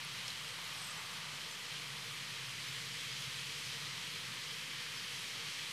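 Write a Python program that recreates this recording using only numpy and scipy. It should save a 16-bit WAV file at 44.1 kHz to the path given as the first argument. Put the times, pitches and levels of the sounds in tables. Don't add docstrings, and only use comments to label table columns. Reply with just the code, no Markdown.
import sys
import numpy as np
from scipy import signal
from scipy.fft import rfft, irfft
from scipy.io import wavfile
from scipy.ndimage import uniform_filter1d

SR = 44100
rng = np.random.default_rng(int(sys.argv[2]) if len(sys.argv) > 2 else 0)


def ratio_of_db(decibels):
    return 10 ** (np.asarray(decibels, float) / 20)


def inscribe(sig):
    pcm = np.round(np.clip(np.atleast_2d(sig).T, -1, 1) * 32767)
    wavfile.write(sys.argv[1], SR, pcm.astype(np.int16))


N = 252252

# t/s, level/dB
WIND_LEVEL = [ (0, -43.5), (.6, -43.5), (1.3, -44), (1.9, -44), (2.5, -43), (3.0, -42), (3.45, -42.5),
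              (3.95, -42.5), (4.5, -43), (5.0, -43), (5.4, -42), (5.72, -42)]
# f/Hz, density/dB per Hz
LEAF_SPECTRUM = [(470, -40), (800, -20), (914, -10.5), (1180, -6), (1460, -7.5), (2010, -2), (2750, -1),
                 (3180, -1), (3580, -4.5), (4090, -3.5), (10300, -17), (14400, -27)]
# f/Hz, width/Hz, level/dB
CROWN_MODES = [(3170, 590, 2), (890, 71, 3.5), (2765, 400, -2.5), (2150, 91, -0.5), (4060, 180, 0.7),
               (7140, 1200, -1.55)]
# t/s, half length/s, lift/dB, patch pitch f/Hz
PATCH_FLURRIES = [(.045, .03, -1, 11000), (.2, .04, 2, 3000), (0.28, .03, 2.5, 5500),
                  (1.76, 0.049, 2.5, 3460), (2.4, 0.11, 1.1, 1800), (2.75, .03, 1, 2300),
                  (3.217, 0.036, 2.5, 10000), (3.65, .12, 2.5, 7800), (4.14, .03, 2, 3500),
                  (4.4, .03, -0.5, 2500), (4.74, .07, 1.5, 9000), (4.8, 0.19, 1.5, 1500),
                  (5.55, 0.14, 0.5, 3600), (0.54, .1, -1, 3400), (4.4, .08, 0, 3100),
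                  (3.602, .08, -1, 3100), (1.25, 0.14, 2.5, 800), (1.52, .1, -1.5, 1900),
                  (4.95, 0.079, 0.5, 3000), (5.4, .12, 1, 1100), (0.99, 0.028, 5.5, 890),
                  (3.1, 0.18, 0, 5500), (3.52, 0.074, 1.5, 4500), (3.9, .1, 0.5, 1560),
                  (1.06, 0.093, -1, 1200), (4.25, .1, 0, 6000), (3.53, 0.092, -0.5, 2800),
                  (5.47, .1, -1, 1900), (4.25, .1, 0.5, 3150), (0.36, .07, -0.5, 3300),
                  (1.86, .06, -0.5, 3000)]
LEAF_FOLLOW, GRASS_FOLLOW, BLADE_FOLLOW = 1, 1.2, 0.57
HISS_DB, FLURRY_OCTAVES = -44.5, 0.89

# closest t/s, half length/s, rumble lift/dB, tyre roar lift/dB
PASSES = [(.0, 0.21, 2, 1), (.85, 0.86, 3, 3.5), (1.6, 0.15, -6, 0), (2.097, 0.65, 4, 1.1),
          (1.85, .12, -0.5, 0), (2.45, 0.16, -1.5, -0.5), (3.2, 0.16, 2, 0), (3.9, 0.24, 1.5, 1.9),
          (4.3, .15, 3, 0.5), (4.65, 0.066, -6, 0), (5.15, 0.48, 2, 0), (5.4, .2, 0.5, 1.6)]
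# f/Hz, density/dB per Hz
ROAD_SPECTRUM = [(15, -51), (25, -39), (32, -44), (40, -28.5), (86, -11.5), (134, 0.5), (153, -0.5),
                 (227, -12.5), (335, -15), (461, -10), (590, -15.5), (800, -15), (1040, -34), (1760, -120)]
# f/Hz, width/Hz, level/dB
VALLEY_MODES = [(417, 64, -4), (475, 47, 2), (233, 21, -2), (254, 12, 1.5), (347, 20, -2.5), (452, 16, 0.5),
                (552, 30, -2)]
SUB_DB, RUMBLE_DB, HUM_DB, HUM_RISE_DB_PER_S, ROAR_DB = -59.5, -62, -60, 0.22, -63
TREAD_HZ, TREAD_WIDTH_HZ, TREAD_DB, TREAD_FOLLOW = 1224, 106, -78, 4.2

# t/s, peak level/dB, ring f/Hz
STEM_TICKS = [(.048, -48, 10800), (.049, -51, 10100), (.245, -48, 7750), (.815, -52, 9200),
              (.823, -51, 9400), (.885, -52, 9000), (.618, -59, 11800), (.641, -49, 6600),
              (.648, -56, 11800), (.648, -55, 10200), (.682, -58, 11800), (.737, -56, 11700),
              (.868, -50, 11800), (.886, -56, 11600), (1.008, -53, 10100), (1.139, -54, 9000),
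              (1.139, -49, 7300), (1.145, -51, 7300), (2.955, -47, 8000)]
TICK_T60_S = 0.013
# (ring f/Hz, peak level/dB, t60/s)
STEM_SNAPS = [
    (.2805, [(3400, -40, .008), (4200, -36.5, .013), (5350, -35, .009), (6900, -42, .006), (8100, -43, .007), (8700, -42, .009)]),
    (.2818, [(4750, -44, .005), (5350, -41, .008), (6100, -45, .005), (8600, -47, .006)]),
    (.303, [(4050, -39.5, .012), (5300, -46, .008), (6900, -49, .006), (7800, -48, .007), (8600, -48, .007), (9600, -51, .006)]),
    (.3045, [(4200, -41, .03)]),
    (.318, [(3100, -43, .012), (4600, -45, .01), (6300, -48, .007), (7300, -50, .006)]),
]

# t/s, peak level/dB, ring f/Hz
CRICKET_STROKES = [(.487, -50, 8300), (.503, -51, 8350), (.5194, -50, 8170), (.535, -51, 8200),
                   (.5651, -51, 8230), (.738, -51, 8500), (.762, -51, 8500), (.7801, -47, 8450),
                   (.797, -49, 8300), (.814, -45, 8440), (.823, -45, 8500), (.843, -43, 8400),
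                   (.849, -48, 8300), (.8699, -43, 8300), (.885, -48, 8300), (.9043, -43, 8150),
                   (.913, -45, 8300), (.95, -54, 8100), (.9742, -44, 8010), (.997, -52, 8200),
                   (1.065, -46.5, 8350), (1.093, -51, 8400), (1.1134, -50, 8220)]
# start t/s, end t/s, wing tone level/dB, overtone level/dB
WING_RUBS = [
    (.46, .58, -65.5, -80),
    (.63, .76, -74, -73),
    (.76, .925, -63.5, -73),
    (.93, 1.15, -69, -75),
]
RUB_FADE_S = 0.027

# multiple, level/dB, fade-in t/s, fade-out t/s
ENGINE_MULTIPLES = [(5, -15, 2.25, 4.0), (7, -14, 2.3, 4.8), (9, -1, 2.3, 4.0), (10, 0, 1.9, 5.0),
                    (12, -7, 2.2, 4.3)]
ENGINE_START_S, ENGINE_HZ, PULL_HZ_PER_S, PULL_FADE_HZ_PER_S2 = 2, 12.98, 1.04, .105
ENGINE_DB, SWELL_S, LIFT_OFF_S, COAST_DB = -61.5, 0.58, 4.94, -12
GEAR_CHANGE_S, GEAR_DIP_DB = 4.6, -5.5

# low f/Hz, high f/Hz, share of blocks kept/0-1, level/dB
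TREBLE_BANDS = [(13300, 13600, .98, 0), (13600, 13750, .95, 0), (13750, 13900, .93, 0),
                (13900, 14050, .9, 0), (14050, 14200, .88, 0), (14200, 14350, .85, 0),
                (14350, 14500, .88, 0), (14500, 14700, .14, -1), (14700, 14900, .1, -1),
                (14950, 15180, .08, 1), (15120, 15750, .27, -10)]
# t/s, centre f/Hz
STEREO_SLIPS = [(.988, 7000), (1.523, 6100), (2.684, 5500), (2.707, 12100), (3.125, 4800), (3.125, 9000),
                (3.137, 11000), (3.148, 10700), (3.938, 10400), (4.983, 5000), (4.983, 10400),
                (4.983, 13200), (5.215, 11400), (5.517, 8300)]
SLIP_WIDTH_HZ, SLIP_DB = 1540, -2
CONVERTER_OFFSET = -.0003


def unit(x):
    return x / np.sqrt(np.mean(x ** 2))


def curves(table):
    s, *columns = np.transpose(table)
    return [np.interp(np.arange(N) / SR, s, c) for c in columns]


def band(x, lo_hz, hi_hz, edge=0.35):
    freq = np.fft.rfftfreq(len(x), 1 / SR)
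    slope = 2 ** (max(edge, .002) / 2)

    def rise(hz):
        return np.interp(freq, [hz / slope, hz * slope], [0, 1])

    return irfft(rfft(x) * (rise(lo_hz) - rise(hi_hz)), len(x))


def colour(x, points):
    hz, db = np.transpose(points)
    log_freq = np.log(np.fft.rfftfreq(N, 1 / SR) + 1)
    return irfft(rfft(x) * ratio_of_db(np.interp(log_freq, np.log(hz), db)), N)


def resonate(x, modes):
    for hz, width_hz, db in modes:
        x = x + (ratio_of_db(db) - 1) * signal.lfilter(*signal.iirpeak(hz, hz / width_hz, SR), x)
    return x


def walk(rate):
    hold = int(SR / rate)
    steps = np.repeat(rng.standard_normal(N // 100), hold)[:N]
    return unit(uniform_filter1d(uniform_filter1d(steps, hold), hold))


def bump(at_s, half_s):
    return np.exp(-((np.arange(N) / SR - at_s) / half_s) ** 2)


def add_contact(out, s, db, hz, t60_s, rise_s):
    t = np.arange(int(.06 * SR)) / SR
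    envelope = (1 - np.exp(-t / rise_s)) * np.exp(-np.log(1000) * t / t60_s)
    contact = envelope * np.sin(2 * np.pi * hz * t)
    k = int(s * SR)
    out[k:k + len(t)] += ratio_of_db(db) * contact / np.abs(contact).max()


def traffic():
    return sum(bump(s, half_s) * np.array([[rumble_db], [roar_db]])
               for s, half_s, rumble_db, roar_db in PASSES)


def foliage():
    wind_db = curves(WIND_LEVEL)[0]
    wind_db = wind_db - wind_db.mean()
    tyre_db = traffic()[1] - 1.3
    swells = tyre_db, LEAF_FOLLOW * wind_db, GRASS_FOLLOW * wind_db, BLADE_FOLLOW * wind_db
    flurries = [(hz, db * bump(s, half_s)) for s, half_s, db, hz in PATCH_FLURRIES]

    contacts = rng.standard_normal(N) * ratio_of_db(1.27 * rng.exponential(size=N))
    leaves = colour(contacts, LEAF_SPECTRUM[:-1] + [(16500, -30.0)])
    hiss = ratio_of_db(HISS_DB) * unit(resonate(leaves, CROWN_MODES))

    edges_hz = 100 * 2 ** np.arange(2.5, 7.7, .5)
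    out, shared = 0, walk(rate=25)
    for lo, hi in zip(edges_hz[:-1], edges_hz[1:]):
        place = np.interp(np.log(lo * hi) / 2, np.log([1000, 2000, 3000, 5000, 11000]), [0, 1, 1, 2, 3])
        swell_db = sum(max(1 - abs(place - k), 0) * swell for k, swell in enumerate(swells))
        for hz, lift_db in flurries:
            octaves = np.log2(lo * hi / hz ** 2) / 2
            swell_db = swell_db + lift_db * np.exp(-(octaves / FLURRY_OCTAVES) ** 2)
        fine = np.clip(np.log2(lo / 2500), 0, 1)
        flutter_db = (0.22 + 0.043 * fine) * shared
        flutter_db += (0.39 + 0.13 * fine) * walk(rate=10) + 0.39 * fine * walk(rate=45)
        out = out + band(hiss, lo, hi) * ratio_of_db(swell_db + flutter_db)
    return out


def road():
    rumble_db, roar_db = traffic()
    noise = resonate(colour(rng.standard_normal(N), ROAD_SPECTRUM), VALLEY_MODES)
    noise /= np.std(band(noise, 90, 190))
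    hum_db = HUM_DB + HUM_RISE_DB_PER_S * np.arange(N) / SR

    sub = band(noise, 10, 98.4) * ratio_of_db(SUB_DB)
    rumble = band(noise, 102.0, 197.0) * ratio_of_db(RUMBLE_DB + rumble_db)
    hum = band(noise, 195.7, 556) * ratio_of_db(hum_db)
    roar = band(noise, 543, 1200) * ratio_of_db(ROAR_DB + 1.37 * roar_db)
    half_hz = TREAD_WIDTH_HZ / 2
    tread = band(rng.standard_normal(N), TREAD_HZ - half_hz, TREAD_HZ + half_hz, edge=.06)
    tread = unit(tread) * ratio_of_db(TREAD_DB + TREAD_FOLLOW * roar_db)
    return sub + rumble + tread + hum + roar


def stems():
    out = np.zeros(N)
    for s, db, hz in STEM_TICKS:
        add_contact(out, s, db, hz, TICK_T60_S, rise_s=0.00039)
    for s, modes in STEM_SNAPS:
        for hz, db, t60_s in modes:
            add_contact(out, s, db, hz, t60_s, rise_s=0.00019)
    return out


def cricket():
    out, t = np.zeros(N), np.arange(N) / SR
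    for s, db, hz in CRICKET_STROKES:
        for tooth, chance in enumerate(rng.standard_normal(4)):
            tooth_db = db - 3.5 - 1.4 * tooth + 1.5 * chance
            tooth_hz = 8250 + .7 * (hz - 8250) + 70 * chance
            add_contact(out, s + 0.0019 * tooth, tooth_db, tooth_hz, .007, rise_s=0.00072)

    teeth = rng.standard_normal((2, N)) * (rng.random((2, N)) < 400 / SR)
    wing, overtone = np.zeros(N), np.zeros(N)
    for start, end, wing_db, overtone_db in WING_RUBS:
        rub = np.clip(np.minimum(t - start, end - t) / RUB_FADE_S + .5, 0, 1)
        wing += rub * ratio_of_db(wing_db)
        overtone += rub * ratio_of_db(overtone_db)
    out += unit(band(teeth[0], 7500, 8300, edge=.07)) * wing
    return out + unit(band(teeth[1], 11500, 12100, edge=.04)) * overtone


def engine():
    t, out = np.arange(N) / SR, 0
    run_s = t - ENGINE_START_S
    cycle_hz = ENGINE_HZ + PULL_HZ_PER_S * run_s - PULL_FADE_HZ_PER_S2 * run_s ** 2
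    phase = 2 * np.pi * np.cumsum(cycle_hz) / SR
    not_pulling = np.clip(1 - run_s / SWELL_S, 0, 1) + np.clip((t - LIFT_OFF_S) / .2, 0, 1)
    db = ENGINE_DB + COAST_DB * not_pulling + GEAR_DIP_DB * bump(GEAR_CHANGE_S, 0.17)
    for multiple, order_db, start, end in ENGINE_MULTIPLES:
        heard = np.clip(np.minimum(t - start, end - t) / .2, 0, 1)
        level = heard * ratio_of_db(order_db + 1.2 * walk(rate=4))
        out = out + level * np.sin(multiple * phase + multiple ** 2 + .2 * walk(rate=5))
    return np.sqrt(2) * ratio_of_db(db) * out


def scene():
    return np.tile(foliage() + road() + stems() + cricket() + engine(), (2, 1))


def intermittent_top(x):
    out = band(x, 0.5, 13300, edge=.004)
    for lo_hz, hi_hz, kept, db in TREBLE_BANDS:
        blocks = 1. * (rng.random(N // 1500 + 1) < kept)
        gate = uniform_filter1d(np.repeat(blocks, 1500)[:N], 500)
        out = out + band(x, lo_hz, hi_hz, edge=.004) * ratio_of_db(db) * gate
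    return out


def stereo_slips(x):
    side, half = np.zeros(N), 700
    for s, hz in STEREO_SLIPS:
        k = int(s * SR)
        edges_hz = hz - SLIP_WIDTH_HZ / 2, hz + SLIP_WIDTH_HZ / 2
        burst = band(rng.standard_normal(2 * half), *edges_hz, edge=.02) * np.hanning(2 * half) ** .5
        local_rms = np.std(band(x[k - half:k + half], *edges_hz))
        side[k - half:k + half] += ratio_of_db(SLIP_DB) * local_rms * unit(burst)
    return side * np.array([[1], [-1]])


def roll_off(x):
    return signal.sosfilt(signal.butter(12, 15750, fs=SR, output="sos"), x)


def record(dry):
    mono = dry[0]
    mix = intermittent_top(mono) + CONVERTER_OFFSET + stereo_slips(mono)
    return roll_off(mix)


dry = scene()
out = record(dry)
inscribe(out)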